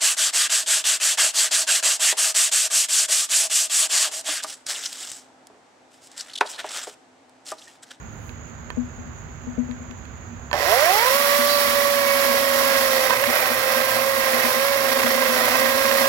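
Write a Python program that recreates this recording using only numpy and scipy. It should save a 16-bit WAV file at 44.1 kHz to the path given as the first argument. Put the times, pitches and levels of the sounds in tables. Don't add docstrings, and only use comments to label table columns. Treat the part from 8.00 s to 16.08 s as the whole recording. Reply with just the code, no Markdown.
import sys
import numpy as np
from scipy import signal
from scipy.fft import rfft, irfft, next_fast_len
from scipy.io import wavfile
from scipy.ndimage import uniform_filter1d

SR = 44100
rng = np.random.default_rng(int(sys.argv[2]) if len(sys.argv) > 2 else 0)


def generate_wav(signal):
    frames = np.transpose(np.atleast_2d(signal))
    scaled = np.clip(frames, -1, 1) * 32767
    pcm = np.round(scaled).astype(np.int16)
    wavfile.write(sys.argv[1], SR, pcm)


N = 356328
TIME = np.arange(N) / SR
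SIZE = next_fast_len(N + SR // 2)
BINS = np.maximum(np.arange(SIZE // 2 + 1) * SR / SIZE, 1)

# pitch in Hz, level in dB per Hz.
HISS_SPECTRUM = [(4000, -14.5), (8600, -9.5), (10000, -3), (11500, -1), (12600, -2.5), (14000, -3),
                 (15800, -1.65)]

START_S, START_LINKS_PER_S, GAIN_LINKS_PER_S2 = 2.528, 52, 848
BITE_S, BITE_RISE_S = 3.07, 0.025
FREE_LINKS_PER_S, LOADED_LINKS_PER_S = 577, 505


def from_db(db):
    return 10 ** (np.asarray(db) / 20)


def rms_one(x):
    return x / np.sqrt(np.mean(np.atleast_2d(x).mean(0) ** 2) + 1e-20)


def in_time(rows):
    s, *columns = np.transpose(rows)
    return [np.interp(TIME, s, column) for column in columns]


def at_hz(points, hz=BINS):
    f, value = np.transpose(points)
    return np.interp(np.log(hz), np.log(f), value)


def lift(resonances, hz):
    return sum(top / (1 + (2 * (hz - centre) / width) ** 2) for centre, width, top in resonances)


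def swell_and_fade(peak_s, rise_s, fall_s):
    return np.exp(-np.maximum((peak_s - TIME) / rise_s, (TIME - peak_s) / fall_s))


def drift(rate):
    r = np.exp(-40 * np.pi * rate / SR)
    noise = rng.standard_normal(N // 20 + 2002)
    slow = rms_one(signal.lfilter([1], [1, -2 * r, r * r], noise)[2000:])
    return np.interp(np.arange(N) / 20, np.arange(len(slow)), slow)


def colour(x, gain_db):
    return irfft(rfft(x, SIZE) * from_db(gain_db), SIZE)[..., :N]


def ring(x, hz, t60):
    r = from_db(-60 / (t60 * SR))
    w = 2 * np.pi * hz / SR
    return signal.lfilter([0, np.sin(w)], [1, -2 * r * np.cos(w), r * r], x + 1e-18)


def noise_pair(likeness):
    c = np.clip(likeness, -1, 1)
    mid, side = rfft(rng.standard_normal((2, N)), SIZE)
    return irfft(np.sqrt(1 + c) * mid + np.sqrt(1 - c) * side * [[1], [-1]], SIZE)[:, :N]


def noise_band(hz, width_hz):
    band = signal.butter(2, [hz - width_hz / 2, hz + width_hz / 2], "band", fs=SR, output="sos")
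    return rms_one(signal.sosfilt(band, rng.standard_normal(N)))


def place(x, pan_db, lag_s=.00015):
    left, right = np.broadcast_to(x, (2, N))
    gain = from_db(pan_db)
    late_right = np.pad(right, (abs(round(lag_s * SR)), 0))[:N]
    return np.array([gain * left, late_right]) * 2 / (1 + gain)


def garden():
    # pitch in Hz, level in dB per Hz.
    air_spectrum = [(15, -43), (25, -19), (71, -1), (148, -8.5), (208, -17), (239, -6), (274, -20),
                    (376, -21), (484, -23.5), (518, -22.5), (651, -23.5), (1120, -24.5), (1480, -24),
                    (5800, -45.5), (7540, -79), (12800, -120)]
    # pitch in Hz, left over right in dB.
    air_pan = [(60, -2.5), (110, -4), (200, -6.5), (380, -10), (700, -10.5), (1290, -11.5), (2380, -11),
               (4400, 2), (8120, -4.5), (15000, 0.0)]
    # pitch in Hz, likeness (1 is the same).
    air_likeness = [(60, 0.64), (130, 0.54), (290, 0.72), (1400, 0)]
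    # pitch in Hz, level in dB per Hz.
    insect_spectrum = [(3500, -21), (5800, -26), (6350, 1), (6800, 4), (7200, -0.5), (7800, -36),
                       (10000, -41), (15000, -22.5)]
    balance_db = at_hz(air_pan) * [[.5], [-.5]]
    air = rms_one(colour(noise_pair(at_hz(air_likeness)), at_hz(air_spectrum) + balance_db))
    insects = colour(noise_pair(.05), at_hz(insect_spectrum)) * from_db(0.91 * drift(30))
    sound = from_db(-39) * air + from_db(-53.0) * rms_one(place(insects, pan_db=-3.5))
    return sound * from_db(-11 * np.clip((TIME - 2.53) / 0.44, 0, 1))


def hand_slide():
    hiss = rms_one(colour(noise_pair(.1), at_hz(HISS_SPECTRUM)))
    return from_db(-60) * hiss * swell_and_fade(peak_s=0.29, rise_s=0.12, fall_s=.03)


def clacks(crack=7, crack_s=0.0018, focus_db=5, snap=1.3, snap_s=.0005):
    # start in seconds, peak in dB, main ring in Hz.
    contacts = [(.2935, -28.5, 3000), (0.703, -18, 1150), (1.712, -29.5, 2100), (1.911, -32, 2900),
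                (2.053, -35, 2500), (2.513, -17, 1000), (2.530, -5.5, 1730), (2.539, -26, 1600),
                (5.106, -4, 1120), (5.135, -11, 1600), (5.239, -7, 1900), (6.953, -20, 1900),
                (6.995, -21, 1900), (7.098, -25, 1600), (7.223, -15, 1000), (7.254, -22, 1900),
                (7.913, -9.5, 1600)]
    # pitch in Hz, level in dB, time to fall by 60 dB in seconds.
    saw_modes = [(503, 1, 0.042), (674, -10.5, 0.041), (997, 10, 0.027), (1150, 5, 0.021),
                 (1560, -2, 0.075), (1770, 4.5, 0.058), (2600, 13, 0.0076), (3240, 2, 0.039),
                 (4470, 10, 0.0081), (5500, -27, .01)]
    out, t = np.zeros(N), TIME[:SR // 8]
    dull = signal.butter(1, 3500, fs=SR)
    for s, peak_db, main_hz in contacts:
        around = signal.butter(1, [main_hz * 0.62, main_hz * 1.2], "band", fs=SR, output="sos")
        crack_noise = crack * rng.standard_normal(len(t)) * np.exp(-t / crack_s)
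        snap_noise = snap * rng.standard_normal(len(t)) * np.exp(-t / snap_s)
        hit = signal.sosfilt(around, crack_noise) + signal.lfilter(*dull, snap_noise)
        for hz, level_db, t60 in saw_modes:
            octaves_away = abs(np.log2(hz / main_hz))
            gain = from_db(level_db - focus_db * octaves_away - 60 * t / t60)
            hit += gain * np.sin(2 * np.pi * hz * t) * rng.choice([-1, 1])
        at = round(s * SR)
        out[at:at + len(t)] += from_db(peak_db) * hit / np.abs(hit).max()
    return place(out, pan_db=-13.0)


def housing():
    # start in seconds, boom peak in dB.
    bump_list = [(0.771, -19.5), (0.982, -37), (1.061, -38.5), (1.468, -28), (1.578, -18.5), (1.688, -27.5),
                 (1.799, -36), (1.894, -35.5), (3.385, -29), (3.665, -30), (4.29, -29), (5.09, -32),
                 (5.27, -27), (5.5, -31.5), (5.755, -31), (5.95, -31), (6.171, -35), (6.33, -29),
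                 (6.44, -27.5), (6.561, -30), (7.041, -25), (7.15, -28.5), (7.286, -28), (7.61, -31),
                 (8.008, -30)]
    # time in seconds, strength in dB before a trim.
    shaking = [(3.0, -65), (3.15, -39.5), (3.35, -40), (4.7, -34), (5.2, -42.5), (6.75, -40.5), (6.95, -33),
               (8.08, -33)]
    housing_hz = 246.6

    def swell(x):
        return ring(ring(x, housing_hz, t60=0.24), housing_hz * 0.95, t60=0.085)

    pushes = np.zeros(N)
    for s, level_db in bump_list:
        pushes[round(s * SR)] = from_db(level_db)
    one_click = 1. * (TIME == 0)
    bumps = swell(pushes) / np.abs(swell(one_click)).max()
    knock = 0.25 * ring(pushes, 485, t60=0.094) + 0.13 * ring(pushes, 600, t60=0.09)
    shake_db, = in_time(shaking)
    boom = noise_band(housing_hz + 3, 28.0)
    boom /= np.sqrt(uniform_filter1d(boom ** 2, SR // 16) + 0.09)
    boom *= from_db(shake_db - 2.5) * np.clip((TIME - 2.8) / .1, 0, 1)
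    return place(bumps, pan_db=29) + place(knock, pan_db=13) + place(boom, pan_db=19)


def chain_motion():
    # time in seconds, links per second.
    cut_speed = [(3.06, 508), (3.17, 566), (3.53, 577), (3.67, 566), (3.9, 567), (4.15, 556), (4.55, 550),
                 (4.8, 543), (4.95, 530), (5.19, 517), (5.25, 572), (5.29, 515), (5.48, 518), (5.6, 528),
                 (5.97, 530), (6.11, 545), (6.37, 523), (6.54, 519), (6.67, 558), (6.9, 537), (7.23, 533),
                 (7.41, 505), (7.52, 507), (7.62, 531), (7.87, 544)]
    # time in seconds, shielding from 0 to 1.
    kerf_shield = [(3.07, 0), (4.1, 0.48), (5.05, 0.35), (5.2, 1), (8.08, 0.46)]
    allowed, = in_time(cut_speed)
    speeding_up = START_LINKS_PER_S + GAIN_LINKS_PER_S2 * np.maximum(TIME - START_S, 0)
    speed = np.minimum(speeding_up, allowed)
    in_wood = np.clip((TIME - BITE_S) / BITE_RISE_S, 0, 1)
    load = in_wood * (FREE_LINKS_PER_S - speed) / (FREE_LINKS_PER_S - LOADED_LINKS_PER_S)
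    depth, = in_time(kerf_shield)
    return speed, in_wood, load, depth


def impacts(links, spread_db, decay, steady, count=56):
    index = links.astype(int)
    returning = .5 * rng.standard_normal(count)[index % count]
    strength_db = spread_db * np.clip(returning + rng.standard_normal(SR)[index], -2.2, 2.2)
    return steady + from_db(strength_db) * np.exp(-(links % 1) / decay)


def whine(links, speed, crawl, in_wood, load, depth, clatter_db, bounce,
          flutter=0.075, rough=0.23, slack=0.14):
    # multiple of the link rate, dB against the clatter
    overtones = [(1.5, -28), (2.5, -21), (3, -18), (3.5, -25), (4, -20.5), (4.5, -24), (5, -18), (6, -27),
                 (7, -21), (8, -25)]
    # centre in Hz, width in Hz, lift in dB.
    swept = [(680, 220, 19), (1610, 140, 7.5), (2220, 420, 6), (2238, 30, 9)]
    # Hz, dB.
    tone_response = [(120, -65), (275, -58), (370, -34), (480, -32), (530, -23.5), (570, -23), (740, -20.5),
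                     (880, -26), (1140, -27.5)]
    crawl_loss_db = -47 * crawl
    clear_db = 4.5 + (1 - 4.5) * in_wood + crawl_loss_db
    ragged = swell_and_fade(peak_s=5.33, rise_s=.05, fall_s=0.14)
    tone_db = at_hz(tone_response, speed) - 10.5 * (load * depth) ** 2 - 6 * ragged
    octave_db = at_hz(tone_response, 2 * speed) + 2.5 * (1 - in_wood)
    octave_db += -7 * depth - 5 * load + crawl_loss_db
    phase = 2 * np.pi * (links + slack * bounce * drift(45))
    tone_flutter = 1 + (flutter + 0.24 * bounce + 0.65 * ragged) * drift(44)
    tone = from_db(tone_db) * np.sin(phase) * tone_flutter
    upper = from_db(octave_db) * np.sin(2 * phase) * (1 + rough * drift(30))
    for multiple, level_db in overtones:
        gain = from_db(clatter_db + clear_db + level_db + lift(swept, multiple * speed))
        if multiple % 1:
            gain = gain * in_wood
        upper += gain * np.sin(multiple * phase + 0.42 * drift(21)) * (1 + 0.34 * drift(19.0))
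    return np.sqrt(2) * (place(tone, pan_db=-9.5) + place(upper, pan_db=-11))


def chain_noise(links, jolt, knock_db, clatter_db, rasp_db, spray_db):
    # pitch in Hz, level in dB per Hz.
    knock_spectrum = [(40, -36), (180, -24), (300, -13.5), (350, -5.5), (400, -6.5), (480, 1.5), (570, 7),
                      (680, 4), (800, 3), (900, -5.5), (1150, -0.5), (2000, -52)]
    clatter_spectrum = [(150, -51), (400, -9), (800, -13), (950, 0), (1200, 1.5), (1480, -7.5),
                        (2200, -1.5), (2650, -1), (3100, -11), (5000, -44)]
    rasp_spectrum = [(1500, -52), (2600, -15.5), (3100, 3), (3800, 1), (4500, 2.5), (5100, 1), (5550, 3.5),
                     (6200, -4), (7500, -5), (8800, -16), (12000, -67)]
    # centre in Hz, width in Hz, lift in dB.
    bar_modes = [(1017, 104, 6), (1390, 164, 5.5), (1596, 200, 8), (1900, 200, 9.5), (2060, 230, 4.5)]
    # centre in Hz, width in Hz, lift in dB.
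    cover_modes = [(572, 55, 4.5)]
    hits = impacts(links, spread_db=1.0, decay=0.65, steady=0.28) * jolt
    tearing = impacts(links / 2, spread_db=1.5, decay=1.0, steady=0.9) * from_db(0.97 * drift(44))
    knock = colour(hits * noise_pair(1.0), at_hz(knock_spectrum) + lift(cover_modes, BINS))
    clatter = colour(hits * noise_pair(0.68), at_hz(clatter_spectrum) + lift(bar_modes, BINS))
    rasp = colour((hits + 0.24 * tearing) * noise_pair(0.16), at_hz(rasp_spectrum))
    spray = colour(tearing * noise_pair(0.083), at_hz(HISS_SPECTRUM))
    sound = rms_one(place(knock, pan_db=-7.5)) * from_db(knock_db + 3.0)
    sound += rms_one(place(clatter, pan_db=-16.0, lag_s=.00016)) * from_db(clatter_db - 1.23)
    sound += rms_one(place(rasp, pan_db=-9.0)) * from_db(rasp_db + 0.37)
    return sound + rms_one(place(spray, pan_db=0.5)) * from_db(spray_db + 3.5)


def running_saw(speed, in_wood, load, depth):
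    # time in seconds, strength of the bounce from 0 to 1.
    bouncing = [(2.5, 0.01), (4.8, 0), (5.15, 0.24), (5.6, 0.09), (6.8, 0.01), (7.0, 0.39), (7.3, 0.07),
                (7.55, 0.16), (8.08, 0.2)]
    knock_law = (-34, 17, -2, -0.5, 6, -1.54)
    clatter_law = (-23.5, -15, -2.5, 1, 3, -2)
    rasp_law = (-29, -19.5, .3, -0.5, 0.6, -5)
    spray_law = (-30, -37, -0.03, 2.5, 0.6, -1.67)
    crawl = np.maximum(1 - speed / 229, 0) ** 2
    bite = swell_and_fade(BITE_S + 0.053, rise_s=0.044, fall_s=0.52)
    surge_db = 0.68 * in_wood * drift(7)

    def level_db(law):
        free, slow_change, cutting, biting, loaded, deep = law
        running = free + slow_change * crawl + cutting * in_wood
        return running + biting * bite + loaded * load + deep * depth + surge_db

    clatter_db = level_db(clatter_law)
    bounce, = in_time(bouncing)
    links = np.cumsum(speed) / SR
    slow = np.sin(2 * np.pi * np.cumsum(29 + 2.055 * drift(3.84)) / SR)
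    fast = np.sin(2 * np.pi * np.cumsum(69 + 1.31 * drift(2.84)) / SR)
    jolt = 1 + bounce * (.9 * slow + .65 * fast)
    shaken_links = links + .15 * bounce * slow
    sound = whine(shaken_links, speed, crawl, in_wood, load, depth, clatter_db, bounce) * jolt
    sound += chain_noise(links, jolt, level_db(knock_law), clatter_db,
                         level_db(rasp_law), level_db(spray_law))
    return sound * np.clip((TIME - START_S) / 0.013, 0, 1)


def rubbing(in_wood, depth):
    attack_s, hold_s, release_s = 0.033, .05, 0.057
    age = TIME - 3.46
    fade = np.exp(-np.maximum(age - attack_s - hold_s, 0) / release_s)
    envelope = np.clip(age / attack_s, 0, 1) * fade
    squeal = (noise_band(3980, 170) + noise_band(4560, 260)) * from_db(-29.5) * envelope
    judder = noise_band(123.0, 33) * from_db(-50.5 - 11 * (1 - depth)) * in_wood
    return place(squeal, pan_db=-14) + place(judder, pan_db=-4.0)


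def scene():
    speed, in_wood, load, depth = chain_motion()
    sound = garden() + hand_slide() + clacks() + housing()
    return sound + running_saw(speed, in_wood, load, depth) + rubbing(in_wood, depth)


def record(dry):
    sound = signal.sosfilt(signal.butter(2, 30, "high", fs=SR, output="sos"), dry)
    sound = 1.3 * np.tanh(sound / 1.3)
    top_cut = signal.ellip(12, .1, 80, 15900, fs=SR, output="sos")
    return signal.sosfilt(top_cut, sound)


dry = scene()
out = record(dry)
generate_wav(out)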